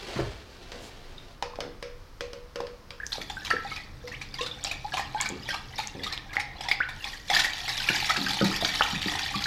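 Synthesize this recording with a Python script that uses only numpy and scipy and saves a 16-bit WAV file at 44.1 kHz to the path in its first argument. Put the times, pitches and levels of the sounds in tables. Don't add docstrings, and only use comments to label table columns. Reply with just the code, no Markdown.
import sys
import numpy as np
from scipy import signal
from scipy.fft import rfft, irfft
from scipy.io import wavfile
from scipy.ndimage import uniform_filter1d

SR = 44100
rng = np.random.default_rng(int(sys.argv[2]) if len(sys.argv) > 2 else 0)


def waveform_to_disk(signal):
    frames = np.transpose(np.atleast_2d(signal))
    scaled = np.clip(frames, -1, 1) * 32767
    samples = np.round(scaled).astype(np.int16)
    wavfile.write(sys.argv[1], SR, samples)


N = 417186
TIME = np.arange(N) / SR

# start in seconds, relative level in dB, pitch in Hz, life in seconds, upward glide
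LARGE_BUBBLES = [(1.425, -20.5, 904, 0.0037, 0), (1.536, -35, 1000, 0.006, 0.1),
                 (1.588, -21.5, 603, 0.0031, 0.02), (2.603, -27.5, 835, 0.004, 0.5),
                 (3.001, -29.5, 1570, 0.0087, 0.28), (3.033, -29, 1600, 0.007, 0.23),
                 (3.129, -24, 3860, 0.0053, 0.6), (3.183, -23, 573, 0.0017, 0.3),
                 (3.369, -31, 1542, 0.022, 0.03), (3.504, -21, 1329, 0.03, 0),
                 (3.512, -15.5, 1650, 0.0062, 0.4), (3.536, -30, 433, 0.011, 0.26),
                 (3.566, -20.5, 1680, 0.004, 0.03), (3.649, -35.5, 783, 0.019, 0.12),
                 (4.04, -38.5, 492, 0.032, 0), (4.117, -32.5, 1850, 0.008, 0.07),
                 (4.138, -34, 1910, 0.013, 0.83), (4.39, -33.5, 1032, 0.041, 0.15),
                 (4.41, -30.5, 488, 0.045, 0.06), (4.513, -29, 3470, 0.0093, 0.1),
                 (4.845, -31.5, 833, 0.037, 0.06), (4.995, -23, 800, 0.0057, 0.03),
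                 (5.147, -25, 835, 0.025, 0.07), (5.79, -25.5, 844, 0.012, 0.05),
                 (6.368, -11, 1985, 0.0032, 0.1), (6.378, -30.5, 809, 0.025, 0.05),
                 (6.714, -13, 2030, 0.0053, 0.3), (6.804, -18, 1363, 0.017, 0.9),
                 (7.31, -24.5, 770, 0.012, 0.3), (7.364, -15.5, 1770, 0.0055, 0.02),
                 (8.391, -19, 3020, 0.0051, 0.03), (8.625, -18, 650, 0.0072, 0.14),
                 (8.809, -11.5, 1186, 0.0037, 0.64), (8.811, -19.5, 818, 0.0045, 0),
                 (8.822, -9.5, 2830, 0.0026, 0.16)]
# start in seconds, relative level in dB, pitch of the trapped bubble in Hz.
FURTHER_SLUGS = [(3.297, -29.5, 3450), (4.339, -32, 4600), (4.384, -33, 1800), (4.934, -26, 723),
                 (6.6555, -40, 920), (6.7106, -23.5, 3350), (6.8868, -30, 1740), (7.299, -19, 2020),
                 (7.3355, -23, 1730), (7.366, -18, 3430), (7.3966, -19.5, 3170), (7.4428, -17.5, 1840),
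                 (7.678, -24, 2060), (7.867, -32, 1310), (7.886, -17, 2730), (8.094, -18, 1250),
                 (8.162, -23, 2570), (8.646, -22, 3180), (9.277, -33, 2970)]
# start in seconds, relative level in dB, pitch in Hz, decay in seconds.
AIR_POCKETS = [(1.613, -35, 467, 0.08), (3.181, -35.5, 417, 0.039), (3.533, -34.5, 400, 0.03),
               (5.302, -31, 410, 0.064), (5.95, -35.5, 490, 0.1), (7.899, -26.5, 402, 0.017),
               (8.175, -31, 304, 0.072), (8.413, -15.5, 338, 0.03), (8.635, -33, 320, 0.023),
               (8.931, -31, 242, 0.033), (9.06, -24, 324, 0.01), (9.356, -30.5, 240, 0.016)]
# start in seconds, relative level in dB, level of the air inside relative to the knock in dB.
JUG_KNOCKS = [(0.7176, -32.5, -9), (1.4236, -24, -11.5), (1.5556, -39, -15), (1.6038, -25, -11),
              (1.825, -28.5, -6.5), (2.2066, -25.5, -7), (2.331, -33, -4.5), (2.5569, -29, -2.5),
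              (2.603, -31, 2.5), (2.6673, -36.5, -19), (2.905, -32.5, -14.5)]
# start in seconds, level in dB, pitch in Hz.
STRAY_DROPS = [(3.066, -21, 5540), (4.640, -18, 6530), (5.212, -12.5, 6600), (5.290, -21, 6300),
               (5.873, -21, 5800), (6.177, -19.5, 3200), (7.063, -38, 3900), (8.648, -11, 3420)]
# start in seconds, relative level in dB, pitch in Hz, decay in seconds.
DULL_THUDS = [(.159,-24.5,130,0.014), (.160,-34,1300,0.042), (.190,-22,364,0.021), (.205,-27,57.7,0.06),
              (.82,-43.5,302,0.025)]
# time in seconds, relative level in dB.
SHUFFLE_LEVEL = [(0.0, -40.5), (0.17, -38), (0.438, -52), (0.68, -49), (0.74, -44.5), (0.966, -50.5),
                 (1.35, -54)]
# frequency in Hz, relative density in dB per Hz.
SHUFFLE_SPECTRUM = [(88, -38), (150, -3.5), (264, 3.5), (309, -6), (375, 5.5), (414, 2.5), (885, -2.5),
                    (957, -6), (4380, -6), (15900, -38)]
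SPLASH_SPECTRUM = [(180, -75), (300, -3), (502, -15), (799, -0.5), (960, -5), (1360, -6.5), (1480, -8.5),
                   (1860, -0.5), (2130, -3.5), (3230, -2), (3510, -0.5), (4970, -3), (9340, -24),
                   (12000, -22.5), (15900, -35)]
KNOCK_SPECTRUM = [(100,-4), (450,-25), (1000,6.5), (2400,6), (4000,2), (5200,4), (7000,-9.5), (11000,-21.5),
                  (16000,-29)]
# frequency in Hz, relative density in dB per Hz.
QUIET_SPECTRUM = [(12, -66), (20, 12), (46, 2), (107, -3), (215, -13), (387, -15), (497, -13), (777, -20.5),
                  (1000, -16), (2890, -27), (4270, -26.5), (5050, -25.5), (7900, -39), (15900, -41.5)]
QUIET_DB = -47.5
# frequency in Hz, width in Hz, relative level in dB.
NECK_MODES = [(808,100,-4), (1270,3.3,-3), (1680,25,-18), (1608,28,-9), (1840,170,-7.5), (2293,18,3.5),
              (3420,110,-7.5)]
TANK_MODES = [(50, 9.4, -6.5), (77, 18, 1.5), (104.6, 19, -10), (129, 9.2, 1), (153.3, 30.4, -4),
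              (197.3, 19, -5.5), (249, 30, -8), (278.2, 14.2, -5.5), (383, 74, -12.5)]
# frequency in Hz, relative level in dB, time to fall 60 dB in seconds.
JUG_MODES = [(488,2,0.24), (551,-1.5,0.16), (440,-19,0.44), (1060,-20,0.31)]
# delay in seconds, level in dB.
FIRST_ECHOES = [(.0013,-28.5), (.0061,-25), (.0087,-14.5), (0.019,-29), (.033,-26.5), (.037,-36)]
# frequency in Hz, time to fall 60 dB in seconds.
REVERB_TIMES = [(100,0.48), (500,0.47), (1700,0.52), (4600,0.37), (12000,0.15)]
# time in seconds, relative level in dB.
GUSH_LEVEL = [(7.3, -37.5), (7.35, -25), (7.47, -39), (7.72, -36.5), (8.02, -31.5), (8.82, -34.5),
              (8.94, -33.5), (9.09, -35), (9.46, -34)]
# time in seconds, treble lift in dB per octave.
GUSH_TREBLE = [(7.3, 1.5), (9.46, 0.5)]
# first slug in seconds, last slug in seconds, first level in dB, its bubble in Hz,
# last level in dB, its bubble in Hz, trickle level in dB, treble lift in dB per octave; levels are relative.
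GLUG_RUNS = [(3.12, 3.212, -27, 4020, -30, 4150, -55, 9), (3.447, 3.5018, -29, 3900, -24.5, 1890, -46.5, 2),
             (3.702, 3.759, -37.5, 2800, -31, 2390, -42.5, 0),
             (4.0725, 4.213, -34.5, 2000, -30, 2360, -51.5, 0.5),
             (4.407, 4.461, -27.5, 2640, -29, 3830, -46.5, 1),
             (4.6438, 4.7115, -24.5, 3800, -24.5, 2430, -43.5, -0.5),
             (4.9685, 4.9924, -26, 2350, -30.5, 1890, -39, -0.5),
             (5.201, 5.256, -26.5, 2140, -27.5, 2240, -41, 0),
             (5.4862, 5.5382, -25.5, 1840, -28.5, 1167, -40.5, -1),
             (5.7806, 5.831, -25, 3600, -36, 2080, -43, 0.5),
             (6.0336, 6.122, -26, 4340, -24.5, 4000, -43.5, 0.5),
             (6.3288, 6.3956, -32, 2050, -24, 2075, -48, -4),
             (6.607, 6.685, -30, 4950, -23.5, 5200, -44.5, -6.5),
             (7.0405, 7.13, -26.5, 2400, -34, 1840, -43.5, 3)]
# time in seconds, relative level in dB.
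JUG_FLOW = [(2.95, -18), (3.3, -1.5), (5.6, 0.5), (7.2, -6.5), (9.46, 2)]
# lowest pitch in Hz, highest pitch in Hz, level over the flow in dB, life in cycles, greatest glide.
SMALL_CHIRPS = (1500, 5190, 3.33, 36, 0.063)
SMALL_PLOPS = (760, 1350, 7.8, 17, 0.25)
GUSH_BURBLES = (1100, 4000, 5.3, 15.8, 0.244)


def gain_of(db):
    return 10 ** (np.asarray(db) / 20)


def evened(x):
    return x / np.sqrt(np.mean(x ** 2) + 1e-20)


def read(points, hz):
    f, value = np.transpose(points)
    return np.interp(np.log(hz + 1), np.log(f + 1), value)


def level(curve):
    s, db = np.transpose(curve)
    after = db[-1] if s[-1] > 9 else -120
    return gain_of(np.interp(TIME, s, db, left=-120, right=after))


def add(mix, s, sound):
    part = mix[max(round(s * SR), 0):][:len(sound)]
    part += sound[:len(part)]


def coloured(x, points, size=2048):
    log_gain = np.log(gain_of(read(points, abs(np.fft.fftfreq(size, 1 / SR)))))
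    taps = np.fft.ifft(np.exp(signal.hilbert(log_gain).conj())).real
    return signal.oaconvolve(x, taps / np.linalg.norm(taps))[:len(x)]


def resonate(x, hz, width):
    r = np.exp(-np.pi * width / SR)
    pole = r * np.exp(2j * np.pi * hz / SR)
    return 2 * signal.lfilter([1 - r], [1, -pole], x + 1e-18).real


def ring_modes(x, modes, extra_db=0):
    return sum(gain_of(db + extra_db) * resonate(x, hz, width) for hz, width, db in modes)


def bubble(hz, life, rise):
    age = np.arange(int(3.5 * life * SR) + 2) / SR / life
    climb = 1 + np.log(2) * rise * np.minimum(age, 2.4) ** 1.35
    pitch = np.minimum(hz * climb, SR / 2)
    fade = np.clip(3.5 - age, 0, 1) / (1 + (age / .8) ** 3)
    return fade * np.sin(2 * np.pi * np.cumsum(pitch) / SR)


def froth(per_s, spread_db, cycles, glide, count=90):
    out = np.zeros(N)
    for hz in np.geomspace(550, 15000, count):
        bigness = min(1, 2800 / hz)
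        life = cycles * rng.uniform(.3, 1.7) / np.sqrt(hz * 2000)
        grain = bubble(hz, life, glide * bigness * rng.random())
        plenty = (hz / 2500) ** .8
        number = int(per_s * plenty * N / SR / count) + 1
        place, size, sign = rng.random((number, 3)).T
        size_db = spread_db * np.sqrt(bigness) * np.minimum(-np.log(1 - size), 3)
        strength = evened(gain_of(size_db)) * np.sign(sign - .5)
        at = (place[:, None] * (N - len(grain))).astype(int) + np.arange(len(grain))
        scaled = grain * np.sqrt(hz / plenty) / np.linalg.norm(grain)
        out += np.bincount(at.ravel(), (strength[:, None] * scaled).ravel(), N)
    return evened(out)


def quiet():
    spectrum = rfft(rng.standard_normal(N)) * gain_of(read(QUIET_SPECTRUM, np.fft.rfftfreq(N, 1 / SR)))
    return gain_of(QUIET_DB) * evened(irfft(spectrum, N))


def workshop(x, tail_db=-7, onset=0.00033, count=3, sides=None):
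    hz, t, z = signal.stft(rng.standard_normal((count, SR * 3 // 4)), SR, nperseg=256)
    decay = gain_of(-60 * t / read(REVERB_TIMES, hz)[:, None])
    tails = signal.istft(z * decay * (1 - np.exp(-t / onset)), SR, nperseg=256)[1]
    if sides is None:
        phase = 1.7 * TIME + np.arange(count)[:, None] / count
        turns = np.maximum(np.cos(2 * np.pi * phase), 0)
        fed = x * turns / np.linalg.norm(turns, axis=0)
    else:
        fed = np.array(sides) / np.sqrt(count)
    diffuse = signal.oaconvolve(fed, tails / np.linalg.norm(tails[0]), axes=1).sum(0)[:N]
    out = x + gain_of(tail_db) * diffuse
    for s, db in FIRST_ECHOES:
        add(out, s, gain_of(db) * x)
    return out


def shuffle(shuffle_db=-2, grain_db=2):
    grain = gain_of(grain_db * evened(uniform_filter1d(rng.standard_normal(N), size=200)))
    scuff = evened(coloured(grain * rng.standard_normal(N), SHUFFLE_SPECTRUM))
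    return gain_of(shuffle_db) * level(SHUFFLE_LEVEL) * scuff


def swish(swish_db=-54):
    swell = np.interp(TIME, [.79, .83, .87, .91], [0, 1, 1, 0])
    spectrum = [(1000, -29), (4000, 3), (7000, 1), (13000, -10), (16000, -19)]  # Hz, dB per Hz
    return gain_of(swish_db) * coloured(swell * rng.standard_normal(N), spectrum)


def tink(at_s=1.181, tink_db=-36, hz=3700, life=0.0048):
    out = np.zeros(N)
    add(out, at_s, gain_of(tink_db) * bubble(hz, life, 0))
    return out


def thuds(width_share=1.0, trim_db=-2.0):
    out, t = np.zeros(N), np.arange(SR // 2) / SR
    for s, db, hz, decay in DULL_THUDS:
        width = hz * width_share
        churn = resonate(resonate(rng.standard_normal(len(t)), hz, width), hz, width)
        churn = evened(churn / np.sqrt(abs(signal.hilbert(churn))))
        envelope = (1 - np.exp(-t / 0.00036)) * np.exp(-t / decay)
        add(out, s, gain_of(db + trim_db) * churn * envelope)
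    return out


def jug(air_db=-3, snap_decay=0.0027):
    snaps, air, t = np.zeros(N), np.zeros(N), np.arange(SR // 3) / SR
    ring = sum(gain_of(db - 60 * t / t60) * np.sin(2 * np.pi * hz * t) for hz, db, t60 in JUG_MODES)
    for s, db, hollow_db in JUG_KNOCKS:
        snap = rng.choice([-1., 1.], len(t)) * np.exp(-t / snap_decay)
        add(snaps, s + 0.001154, gain_of(db) * snap)
        add(air, s + 0.002, gain_of(db + hollow_db + air_db) * ring)
    return coloured(snaps, KNOCK_SPECTRUM) + air


def tank(trickle_drum_db=-50, gush_drum_db=-17):
    push = rng.standard_normal(N)
    hum = np.zeros(N)
    for hz, width, db in TANK_MODES:
        hum += gain_of(db) * evened(resonate(resonate(push, hz, 2 * width), hz, 2 * width))
    drive = np.hypot(gain_of(trickle_drum_db) * level(JUG_FLOW), gain_of(gush_drum_db) * gush())
    return drive * evened(hum)


def gurgles(flap_hz=130, gurgle_db=-2, cycles=1.16, sink=0.37, tank_db=9, pop_db=-14, lowest_hz=115, count=24):
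    out, pops = np.zeros(N), np.zeros(N)
    for s, db, hz, decay in AIR_POCKETS:
        gap, size, strength = rng.uniform(-0.81, 1, (3, count))
        delays = np.cumsum(1 + .5 * gap) / flap_hz
        delays = delays - delays[0]
        for delay, scale, blow in zip(delays, 2 ** (.5 * size), gain_of(1.1 * strength)):
            fresh = np.exp(-delay / decay)
            pitch = hz * scale * (1 - sink * (1 - fresh))
            blub = bubble(pitch, cycles / pitch, 0.26)
            pop = bubble(900 * scale, 0.0094, 0.055)
            add(out, s + delay, gain_of(db + gurgle_db) * blow * fresh * blub)
            add(pops, s + delay, gain_of(db + pop_db) * blow * fresh * pop)
    boom = ring_modes(out, TANK_MODES, tank_db)
    highpass = signal.butter(3, lowest_hz, "high", fs=SR, output="sos")
    return signal.sosfilt(highpass, out + boom) + pops


def drops(life=0.0011):
    out = np.zeros(N)
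    for s, db, hz in STRAY_DROPS:
        add(out, s, gain_of(db) * bubble(hz, life, 0.38))
    return out


def trickle(thread_db=-57, swell_s=0.13, ebb_s=0.08):
    out = gain_of(thread_db) * level(JUG_FLOW)
    for start, end, *_, db, _ in GLUG_RUNS:
        outside = np.maximum(start - TIME, 0) / swell_s + np.maximum(TIME - end, 0) / ebb_s
        out = np.maximum(out, gain_of(db) * np.exp(-outside))
    first_s = JUG_FLOW[0][0]
    return out * np.clip((TIME - first_s) / (GLUG_RUNS[0][0] - first_s), 0, 1)


def gush(lead_s=0.021):
    s, db = np.transpose(GUSH_LEVEL)
    return gain_of(np.interp(TIME, s, db)) * np.exp(-np.maximum(s[0] - TIME, 0) / lead_s)


def landings(middle_at=0.348, middle_db=-5):
    rows = list(FURTHER_SLUGS)
    for start, end, first_db, first_hz, last_db, last_hz, _, _ in GLUG_RUNS:
        middle_s = start + (end - start) * middle_at
        middle_hz = np.sqrt(first_hz * last_hz) * rng.uniform(.7, 1.2)
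        middle = (middle_s, (first_db + last_db) / 2 + middle_db, middle_hz)
        rows += [(start, first_db, first_hz), middle, (end, last_db, last_hz)]
    return rows


def swept_under(kind, start, end, flow, count, spread_db=4):
    low, high, over_db, cycles, glide = kind
    when, size, strength, rise = rng.random((count, 4)).T
    s = start + (end - start) * (np.arange(count) + when) / count
    hz = low * (high / low) ** size
    flow_db = 20 * np.log10(np.interp(s, TIME, flow) + 1e-9)
    db = flow_db + over_db + spread_db * (2 * strength - 1)
    return list(zip(s, db, hz, cycles / hz, glide * rise))


def all_bubbles(early=0.06, late=0.08, trapped_db=-0.5, trapped_cycles=16.3, trapped_glide=0.106):
    rows, flow = list(LARGE_BUBBLES), trickle()
    for s, db, hz in landings():
        rows.append((s + 0.003, db + trapped_db, hz, trapped_cycles / hz, trapped_glide))
    for start, end, *_ in GLUG_RUNS:
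        rows += swept_under(SMALL_CHIRPS, start - early, end + late, flow, count=7)
        rows += swept_under(SMALL_PLOPS, start, end, flow, count=1)
    return rows + swept_under(GUSH_BURBLES, GUSH_LEVEL[0][0], GUSH_LEVEL[-1][0], gush(), count=44)


def plinks(plink_db=-1, neck_db=-4):
    out = np.zeros(N)
    for s, db, hz, life, rise in all_bubbles():
        add(out, s, gain_of(db) * bubble(hz, life, rise))
    heave = uniform_filter1d(uniform_filter1d(rng.standard_normal(N), size=160), size=160)
    out = out * gain_of(2.5 * evened(heave))
    return gain_of(plink_db) * out + gain_of(neck_db) * ring_modes(out, NECK_MODES)


def in_neck(fizz, neck_db, steadiness):
    fizz = coloured(fizz, SPLASH_SPECTRUM)
    fizz = evened(fizz + ring_modes(fizz, NECK_MODES, neck_db))
    power = abs(uniform_filter1d(fizz ** 2, size=1300)) + 1e-6
    return evened(fizz / power ** (steadiness / 2))


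def slugs(slug_db=-0.5, spray_db=-12, slap_db=-14, onset=0.0027, decay=0.011):
    fizz = froth(per_s=1100, spread_db=6.0, cycles=8, glide=0.11) + gain_of(spray_db) * rng.standard_normal(N)
    burst, slap, t = np.zeros(N), np.zeros(N), np.arange(SR // 4) / SR
    for s, db, _ in landings():
        add(burst, s, gain_of(db) * (1 - np.exp(-t / onset)) * np.exp(-t / decay))
        add(slap, s + 0.0017, gain_of(db) * np.exp(-t / 0.013))
    spectrum = [(300, -8.5), (1000, 13), (5000, 10.5), (9000, -2.0), (16000, -40)]  # Hz, dB per Hz
    slap = coloured(slap * rng.standard_normal(N), spectrum)
    droplets = burst * in_neck(fizz, neck_db=0.5, steadiness=0.43)
    return gain_of(slug_db) * droplets + gain_of(slap_db) * slap


def treble_tilt(wet):
    hz, at, z = signal.stft(wet, SR, nperseg=512)
    s, *_, glug_lift = np.transpose(GLUG_RUNS)
    gush_lift = np.interp(at, *np.transpose(GUSH_TREBLE))
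    lift_db = np.where(at < GUSH_LEVEL[0][0], np.interp(at, s, glug_lift), gush_lift)
    octaves = np.log2(np.clip(hz, 600, 12000) / 2500)[:, None]
    return signal.istft(z * gain_of(octaves * lift_db), SR, nperseg=512)[1][:N]


def stream(trickle_db=-3, gush_db=0.5, spray_db=-11, lump_db=4, lump_decay=0.0068):
    uneven = froth(per_s=1400, spread_db=7.0, cycles=8, glide=.12) + gain_of(-13) * rng.standard_normal(N)
    fizz = froth(per_s=1500, spread_db=4.0, cycles=8, glide=0.16) + gain_of(spray_db) * rng.standard_normal(N)
    lump_power = gain_of(lump_db * np.minimum(rng.exponential(1, N), 3)) ** 2
    lumps = lump_power * (rng.random(N) < 200 / SR)
    lumps = signal.lfilter([1], [1, -np.exp(-1 / (lump_decay * SR))], lumps)
    lumpiness = evened(np.sqrt(lumps + 0.06))
    thin = gain_of(trickle_db) * trickle() * in_neck(uneven, neck_db=0.0, steadiness=0.33)
    thick = gain_of(gush_db) * gush() * lumpiness * in_neck(fizz, neck_db=1.0, steadiness=1.0)
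    return treble_tilt(thin + thick)


def scene():
    fetching = workshop(shuffle() + swish() + tink() + thuds(), tail_db=-8)
    knocking = workshop(jug(), tail_db=-5.0, sides=[jug(), jug(), jug()])
    close = workshop(drops(), tail_db=-12.0) + workshop(plinks(), tail_db=-9.5)
    pouring = workshop(stream() + slugs() + gurgles() + tank(), tail_db=-6.5)
    return (quiet() + fetching + knocking + close + pouring)[None]


def record(dry, edge_hz=16050):
    taps = signal.firwin(511, edge_hz, window=("kaiser", 9), fs=SR)
    return signal.oaconvolve(dry, taps[None], "same")


dry = scene()
out = record(dry)
waveform_to_disk(out)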